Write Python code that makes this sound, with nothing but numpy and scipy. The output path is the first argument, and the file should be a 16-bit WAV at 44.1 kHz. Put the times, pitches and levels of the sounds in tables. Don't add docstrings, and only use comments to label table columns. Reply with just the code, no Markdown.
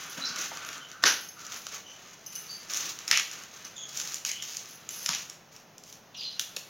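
import sys
import numpy as np
from scipy import signal
from scipy.fft import rfft, irfft
from scipy.io import wavfile

SR = 44100
rng = np.random.default_rng(int(sys.argv[2]) if len(sys.argv) > 2 else 0)


def file_out(sig):
    cols = np.atleast_2d(sig).T
    lim = np.clip(cols, -1, 1)
    pcm = np.round(lim * 32767).astype(np.int16)
    wavfile.write(sys.argv[1], SR, pcm)


N = 295029
TIME = np.arange(N) / SR

# start_s, length_s, crackle_db, rub_db, swell_db (change over the length)
STROKES = [(0, 0.098, -55, -45.5, -1), (0.163, 0.062, -41.5, -39.5, -7), (0.228, 0.16, -48.5, -43.5, 0),
           (0.361, .1, -38, -39, -1), (0.489, .29, -48, -44, 0), (0.873, 0.056, -52.5, -51, 0),
           (1.021, 0.28, -50.5, -47.5, -28), (1.367, 0.14, -47.5, -52, 4), (1.503, 0.064, -42, -44, 2),
           (1.6, 0.13, -49.5, -53.5, 3), (1.707, 0.066, -41, -44, -1), (1.865, .28, -54.5, -54.5, 1),
           (2.31, 0.74, -53, -53.5, -4), (2.686, 0.22, -37, -43, 0), (2.985, 0.079, -49.5, -47.5, -2),
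           (3.069, 0.22, -43.5, -47, -13), (3.303, 0.14, -48, -47, -4.5), (3.517, .12, -51.5, -52, -1),
           (3.635, .04, -45.5, -46, -7), (3.873, 0.12, -43.5, -51.5, 7.5),
           (3.991, 0.19, -40.5, -48.5, -5.5), (4.25, 0.077, -36.5, -63, -14), (4.41, .2, -42.5, -55, 1),
           (4.63, .11, -50.5, -54, -8), (4.887, .34, -43.5, -51, 1.5), (5.508, 0.098, -57, -61.5, -4),
           (5.83, .12, -54, -77, 5.5), (6.385, 0.053, -43.5, -70, 0), (6.567, 0.014, -40, -53, -5)]
STROKE_ATTACK_S, STROKE_RELEASE_S = 0.017, 0.026
# time_s, rub_db
GRIP = [(0, -43.5), (.9, -57), (1.85, -64), (2.7, -51.5), (3.7, -55), (4.4, -57), (5.35, -56), (5.45, -91),
        (6.1, -75), (6.4, -57), (6.68, -57)]
GRIP_CRACKLE_DB = -1.5
# time_s, share (0-1)
BARENESS = [(0, 0.11), (1.2, .03), (3.1, 0.27), (5.3, 0.3), (5.9, 0.74), (6.6, 1)]
FIZZ_DB, BARE_FIZZ_DB = -14, 6.5
# pitch_hz, level_db (per Hz)
CRACKLE_SPECTRUM = [(100, -43), (500, -23.5), (1000, -19.5), (1500, -16), (2600, -9), (4000, -8.5),
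                    (5500, -3.5), (6500, 1.5), (7200, -8.5), (8000, -22.5), (9000, -33), (16000, -36.5)]
# pitch_hz, level_db (per Hz)
RUB_SPECTRUM = [(60, -17.5), (200, -6.5), (600, -7), (950, -6.5), (1250, 2), (1480, 1), (1900, -1.5),
                (2800, -1.5), (4000, -6), (6500, -31), (8000, -19), (16000, -34.5)]
# start_s, length_s, level_db, pitch_hz
SQUEEZES = [(0, 0.23, -52.5, 1472), (0.198, 0.22, -43.5, 1422), (.48, 0.35, -48, 1419),
            (0.925, .14, -47.5, 1440), (1.355, 0.16, -50, 1339)]
# start_s, level_db, thickness (0-1)
SNAPS = [(0.3593, -31, 0.6), (0.363, -35, 0.9), (0.444, -34, 0.6), (.571, -33.5, 0.73), (0.648, -37, .75),
         (0.688, -33, 0.64), (0.7294, -38.5, 0.93), (0.9145, -38.5, 0.63), (1.0373, -15.5, 0.99),
         (1.0543, -28, 1), (1.4653, -35.5, .05), (1.5197, -34.5, 0.7), (1.6664, -31, 0.7),
         (2.705, -35.5, .05), (2.7346, -26.5, 0.2), (2.7711, -24.5, .02), (2.9876, -33, 0.5),
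         (3.0777, -25, 0.5), (3.1118, -14, .8), (3.1279, -28.5, 1), (3.1727, -17.5, 0.62),
         (3.1962, -24, 0.78), (3.3125, -34.5, 0.1), (3.333, -40, 0.1), (3.972, -27, 0), (3.999, -27.5, 0.6),
         (4.0731, -34.5, 0.6), (4.12, -34.5, 0.5), (4.142, -26, 0.1), (4.156, -35, 0.05),
         (4.249, -22.5, .5), (4.279, -41, 0), (4.292, -28, 0.2), (4.3144, -26, .02), (4.4228, -29.5, .5),
         (4.533, -37.5, .4), (4.568, -28, 0.24), (4.8894, -28.5, 0.27), (5.0602, -21, 0.54),
         (5.0895, -20, 0.66), (5.148, -26, 0.4), (5.2974, -34, 0.2), (5.5618, -45, 0.35),
         (5.7803, -42.5, .05), (5.8357, -44, .25), (5.9253, -40.5, 0.3), (6.3944, -22, 0.75),
         (6.4114, -34, 0.1), (6.5633, -32, 0.74), (6.5664, -30.5, 0.74)]
# low_hz, high_hz, thin_db (thin fibre), thick_db (thick rib),
# bare_db (added at the bare stalk)
SNAP_BANDS = [(1157, 1820, -28.5, 2.5, -10.5), (2390, 5000, -14.5, -1, 4), (5250, 7130, 0.5, -2.5, 1),
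              (8060, 14100, -15.5, -17.5, 8)]
SMALL_SNAPS_PER_S, SMALL_SNAP_THICKNESS = 7, 0.17
SMALL_SNAP_DB, SMALL_SNAP_SPREAD_DB = 5.5, 2
# start_s, length_s, level_db, fall_db (over the length),
# leaf_hz (resonance), width_hz (of the resonance), leaf_db (resonance level)
RIPS = [(1.054, 0.071, -19, 12.5, 1500, 288, -5.5), (3.112, 0.01, -34.5, 17, 2230, 910, 17),
        (3.124, 0.07, -27, 6.5, 2600, 1102, -0.5), (5.086, 0.043, -36.5, 17, 1176, 257, 2.5),
        (5.099, 0.047, -33.5, 1.5, 2820, 450, -13)]
# pitch_hz, level_db (per Hz)
TEAR_SPECTRUM = [(80, -15.5), (300, -23), (650, -8.5), (1000, -3.5), (1400, -14), (2000, 3.5), (2700, 4.5),
                 (4200, 1.5), (6000, 8.5), (6800, 3), (8000, -19), (10000, -12), (16000, -29)]
# start_s, level_db, centre_hz,
# t60_s (time to fall by 60 dB)
BUMPS = [(.175, -46.5, 208, 0.099), (.185, -43, 676, 0.026), (0.299, -55, 212, 0.14), (.39, -54, 297, 0.09),
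         (.515, -45, 706, 0.045), (1.036, -29, 540, 0.02), (1.04, -41, 280, 0.14), (1.056, -42, 480, 0.12),
         (1.667, -44, 614, 0.013), (3.111, -24.5, 630, 0.0081), (5.091, -39, 760, 0.024),
         (5.09, -43.5, 180, 0.055), (5.487, -57, 109, 0.054), (6.569, -36.5, 450, 0.015)]
# start_s, length_s, first_hz and last_hz (slips per second), level_db,
# uneven (unsteadiness, 0-1), octave_db (overtone relative to the tone)
SQUEAKS = [(0.211, 0.05, 3965, 4090, -35.5, 0.01, -36), (0.24, 0.0606, 4900, 5230, -34.5, 0.14, -22),
           (0.802, 0.063, 3100, 3050, -47, .012, -28), (1.837, 0.096, 3035, 3010, -50.5, 0.025, -2),
           (2.478, 0.081, 4476, 4680, -39.5, 0.01, -29), (3.759, 0.096, 3454, 3310, -43, 0.03, 3),
           (4.263, 0.058, 2500, 1960, -41.5, 0.13, -5), (4.307, 0.14, 2966, 3170, -41.5, 0.04, -20),
           (6.14, 0.12, 3735, 3330, -44, 0.12, -12), (6.144, 0.059, 2920, 2755, -50, 0.04, -0.5),
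           (6.175, 0.079, 4850, 4600, -36.5, 0.035, -44), (6.228, 0.068, 4190, 4110, -35, 0.01, -18),
           (6.198, 0.11, 3510, 3380, -47, 0.06, -17), (6.16, .13, 5840, 5640, -52, .12, -30),
           (6.218, 0.084, 3030, 2920, -44, 0, -8.5), (6.302, 0.031, 4160, 4320, -42, 0.2, -28),
           (6.364, 0.058, 3000, 2960, -49, 0.05, 1)]
# start_s, length_s, level_db, lower_db (added to the lower modes)
JINGLES = [(0.007, 0.061, -59, 1), (0.098, 0.012, -45.5, -6), (.36, 0.15, -58, -6), (0.662, 0.023, -52, -8),
           (1.064, 0.045, -39, -4), (1.21, 0.079, -52, 1.5), (1.569, 0.056, -54, -9),
           (2.263, 0.015, -47.5, 5), (2.329, 0.023, -51, -2), (2.354, 0.01, -40.5, 5),
           (2.389, 0.071, -54, -7), (2.508, 0.074, -56.5, 2), (3.65, 0.011, -55, 11),
           (4.69, 0.075, -56, -5), (4.907, 0.14, -47.5, -2), (6.172, 0.18, -66.5, 7)]
# pitch_hz, level_db, t60_s
BANGLE_MODES = [(2930, -11, 0.048), (5220, -4.5, 0.0097), (6190, 4, 0.027), (10100, -9, 0.014),
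                (11100, -2.5, 0.056), (11900, -5, 0.032), (13300, -10, .02), (14100, -10, .02),
                (15200, -8, .015)]
# pitch_hz, t60_s
ROOM_T60 = [(150, 0.56), (1500, 0.4), (4000, 0.45), (6500, 0.36), (14000, 0.5)]
# pitch_hz, level_db (per Hz)
TAIL_WIDTH = [(100, -11), (500, 12), (1200, -37), (5000, -44), (7200, -6), (8200, 11), (16000, 12)]
# pitch_hz, level_db (per Hz)
ROOM_TONE = [(20, -13), (60, -16), (110, -2), (170, 2), (280, -5), (650, -3.5), (1300, -8.5), (2500, -12),
             (4500, -17), (6500, -12.5), (8000, -35), (16000, -23)]
# pitch_hz, level_db (per Hz)
TONE_WIDTH = [(20, -7), (60, -6), (150, -1.5), (400, -1.5), (900, -2), (2000, -6.5), (6000, -12.5),
              (9000, -31), (16000, -64)]
ROOM_TONE_DB = -56
CUTOFF_HZ = 16100


def from_db(db):
    return 10 ** (np.asarray(db) / 20)


def rms_one(x):
    return x / np.sqrt(np.mean(x ** 2) + 1e-20)


def at_hz(points, hz):
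    knots, values = np.transpose(points)
    return np.interp(np.log(np.maximum(hz, 1)), np.log(knots), values)


def band(x, low, high, order=2):
    sections = signal.butter(order, [low, high], "band", fs=SR, output="sos")
    return signal.sosfilt(sections, x + 1e-18)


def ring(x, hz, t60):
    radius = from_db(-60 / (t60 * SR))
    angle = 2 * np.pi * hz / SR
    return signal.lfilter([1, 0, -1], [1, -2 * radius * np.cos(angle), radius * radius], x + 1e-18)


def colour(x, spectrum, size=2048):
    level_db = at_hz(spectrum, np.fft.rfftfreq(size, 1 / SR))
    cepstrum = irfft(np.log(from_db(level_db)))
    cepstrum[1:size // 2] *= 2
    cepstrum[size // 2 + 1:] = 0
    response = irfft(np.exp(rfft(cepstrum)))
    return signal.fftconvolve(x, response / np.linalg.norm(response))[:len(x)]


def drift(per_s, n):
    steps = np.arange(n) * per_s / SR
    return rms_one(np.interp(steps, np.arange(n), rng.standard_normal(n)))


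def cracks(per_s, spread_db, n):
    strength_db = spread_db * np.minimum(rng.exponential(1, n), 4)
    sizes = from_db(strength_db) * rng.choice([-1, 1], n)
    return rms_one(sizes * (rng.random(n) < per_s / SR))


def add(out, s, sound):
    start = max(round(s * SR), 0)
    out[start:start + len(sound)] += sound[:N - start]


def stroke(s, length, swell_db=0):
    t = TIME - s
    rise = np.clip(t / STROKE_ATTACK_S, 0, 1)
    hold = from_db(swell_db * (np.clip(t / length, 0, 1) - .5))
    release = np.exp(-np.clip((t - length) / STROKE_RELEASE_S, 0, 20))
    return rise * hold * release


def bareness(s):
    return np.interp(s, *np.transpose(BARENESS))


def rustle(crisp_db=-0.4, hollow_db=-2.5, clump_db=2.5):
    rub_force = from_db(np.interp(TIME, *np.transpose(GRIP)))
    crackle_force = from_db(GRIP_CRACKLE_DB) * rub_force
    for s, length, crackle_db, rub_db, swell_db in STROKES:
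        force = stroke(s, length, swell_db)
        crackle_force = np.maximum(crackle_force, from_db(crackle_db) * force)
        rub_force = np.maximum(rub_force, from_db(rub_db) * force)

    clumps = from_db(clump_db * drift(160, N))
    crackle = rms_one(cracks(per_s=3000, spread_db=1.0, n=N) * clumps)
    fizz_gain = from_db(FIZZ_DB + BARE_FIZZ_DB * bareness(TIME))
    fizz = fizz_gain * rms_one(band(crackle, 8800, 17500, order=3))
    crisp = crackle_force * (colour(crackle, CRACKLE_SPECTRUM) + fizz)

    rub = cracks(per_s=6000, spread_db=1.5, n=N)
    hollow = rub_force * colour(rub, RUB_SPECTRUM)
    return from_db(crisp_db) * crisp + from_db(hollow_db) * hollow


def bundle(width_hz=130, bundle_db=-3.5):
    out = np.zeros(N)
    friction = rng.standard_normal(N) + 1j * rng.standard_normal(N)
    swell = signal.sosfilt(signal.butter(2, width_hz, fs=SR, output="sos"), friction)
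    for s, length, level_db, hz in SQUEEZES:
        resonance = rms_one(np.real(swell * np.exp(2j * np.pi * hz * TIME)))
        out += from_db(level_db + bundle_db) * stroke(s, length) * resonance
    return out


def snaps(t60=0.0063, rise=0.0011, hold=0.002, snap_db=-2.5, size=900):
    out, t = np.zeros(N), np.arange(size) / SR
    volley = np.minimum(t / rise, 1) * from_db(-60 * np.maximum(t - hold, 0) / t60)
    fibres = rng.standard_normal((len(SNAP_BANDS), N + size))
    for s, level_db, thickness in SNAPS + small_snaps():
        start = int(s * SR)
        for (low, high, thin_db, thick_db, bare_db), noise in zip(SNAP_BANDS, fibres):
            burst = band(noise[start:start + size] * volley, low, high, order=3)
            tone_db = thin_db + thickness * (thick_db - thin_db) + bare_db * bareness(s)
            gain = from_db(level_db + snap_db + tone_db)
            strength = np.sqrt(np.sum(burst ** 2) / (.004 * SR))
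            add(out, s, gain * burst / strength)
    return out


def small_snaps(count=4):
    rows = []
    for s, length, crackle_db, _, swell_db in STROKES:
        for (chance, along), luck in zip(rng.random((count, 2)), rng.standard_normal(count)):
            if chance < SMALL_SNAPS_PER_S * length / count:
                pull_db = crackle_db + swell_db * (along - .5)
                level_db = pull_db + SMALL_SNAP_DB + SMALL_SNAP_SPREAD_DB * luck
                rows.append((s + along * length, level_db, SMALL_SNAP_THICKNESS))
    return rows


def rips(release=0.027):
    out, t = np.zeros(N), np.arange(SR // 4) / SR
    for s, length, level_db, fall_db, leaf_hz, width_hz, leaf_db in RIPS:
        fibres = cracks(per_s=6000, spread_db=5.0, n=len(t))
        tugs = cracks(per_s=6000, spread_db=5.0, n=len(t))
        leaf = rms_one(band(tugs, leaf_hz - width_hz / 2, leaf_hz + width_hz / 2))
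        pull = from_db(level_db - fall_db * t / length) * np.exp(-np.maximum(t - length, 0) / release)
        add(out, s, (colour(fibres, TEAR_SPECTRUM) + from_db(leaf_db) * leaf) * pull)
    return out


def bumps():
    out, t = np.zeros(N), np.arange(SR // 5) / SR
    for s, level_db, hz, t60 in BUMPS:
        thud = rms_one(band(rng.standard_normal(len(t)), hz / 1.32, hz * 1.36))
        add(out, s, thud * from_db(level_db + 6.0) * from_db(-60 * t / t60))
    return out


def squeaks(flutter_db=4.5, squeak_db=-3, rasp_db=-10, top_hz=7100):
    out, t = np.zeros(N), np.arange(SR // 5) / SR
    for s, length, first_hz, last_hz, level_db, uneven, octave_db in SQUEAKS:
        along = np.minimum(t / length, 1)
        wander = 0.67 * drift(1490, len(t)) + 0.8 * drift(300, len(t))
        slip_hz = (first_hz + (last_hz - first_hz) * along) * (1 + uneven * wander)
        phase = 2 * np.pi * np.cumsum(slip_hz) / SR
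        flutter = from_db(flutter_db * drift(389, len(t)))
        rasp = from_db(rasp_db) * drift(1300, len(t))
        tone = np.sin(phase) + from_db(octave_db) * np.sin(2 * phase)
        fade = np.abs(np.sin(np.pi * along)) ** 0.29
        add(out, s, from_db(level_db + squeak_db) * tone * (flutter + rasp) * fade)
    return band(out, 1480, top_hz, order=8)


def bangles(detune=0.018, low_modes_hz=8000, count=3):
    out, t = np.zeros(N), np.arange(SR // 4) / SR
    for s, length, level_db, lower_db in JINGLES:
        knocks = cracks(per_s=410, spread_db=5.5, n=len(t)) * (t < length)
        knocks[0] = np.abs(knocks).max() + 1
        for hz, mode_db, t60 in BANGLE_MODES:
            glass = np.zeros(len(t))
            for _ in range(count):
                hits = knocks * rng.standard_normal(len(t))
                ring_hz = hz * (1 + detune * rng.standard_normal())
                glass += ring(hits, ring_hz, t60)
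            gain = from_db(level_db + mode_db + lower_db * (hz < low_modes_hz) - 1.5)
            add(out, s, gain * rms_one(glass) * np.sqrt(length / t[-1]))
    return out


def room(dry, wet_db, width_db, gap=0.0026, size=32768):
    t, edges = np.arange(size) / SR, np.geomspace(60, 18000, 10)
    tails = np.zeros((2, size))
    for low, high in zip(edges, edges[1:]):
        decay = from_db(-60 * t / at_hz(ROOM_T60, np.sqrt(low * high)))
        tails += band(rng.standard_normal((2, size)), low, high) * decay
    tails *= t > gap
    tails *= from_db(wet_db) / np.linalg.norm(tails[0])
    mid = signal.fftconvolve(dry, tails[0])[:N]
    side_tail = from_db(width_db) * colour(tails[1], TAIL_WIDTH)
    side = signal.fftconvolve(dry, side_tail)[:N]
    return dry + mid + side * np.array([[1], [-1]])


def room_tone(side_db=-14):
    mid = colour(rng.standard_normal(N), ROOM_TONE)
    side = colour(rng.standard_normal(N), TONE_WIDTH)
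    return from_db(ROOM_TONE_DB) * (mid + from_db(side_db) * side * np.array([[1], [-1]]))


def scene():
    near = rustle() + bundle() + snaps() + rips() + bumps()
    shaded = squeaks() + from_db(-2) * bangles()
    near_in_room = room(near, wet_db=-6.0, width_db=-15.5)
    shaded_in_room = room(shaded, wet_db=-1, width_db=-24)
    return near_in_room + shaded_in_room + room_tone()


def record(dry, dip_hz=8050, dip_q=10):
    notched = signal.lfilter(*signal.iirnotch(dip_hz, dip_q, fs=SR), dry)
    return signal.sosfilt(signal.ellip(10, .2, 80, CUTOFF_HZ, fs=SR, output="sos"), notched)


dry = scene()
out = record(dry)
file_out(out)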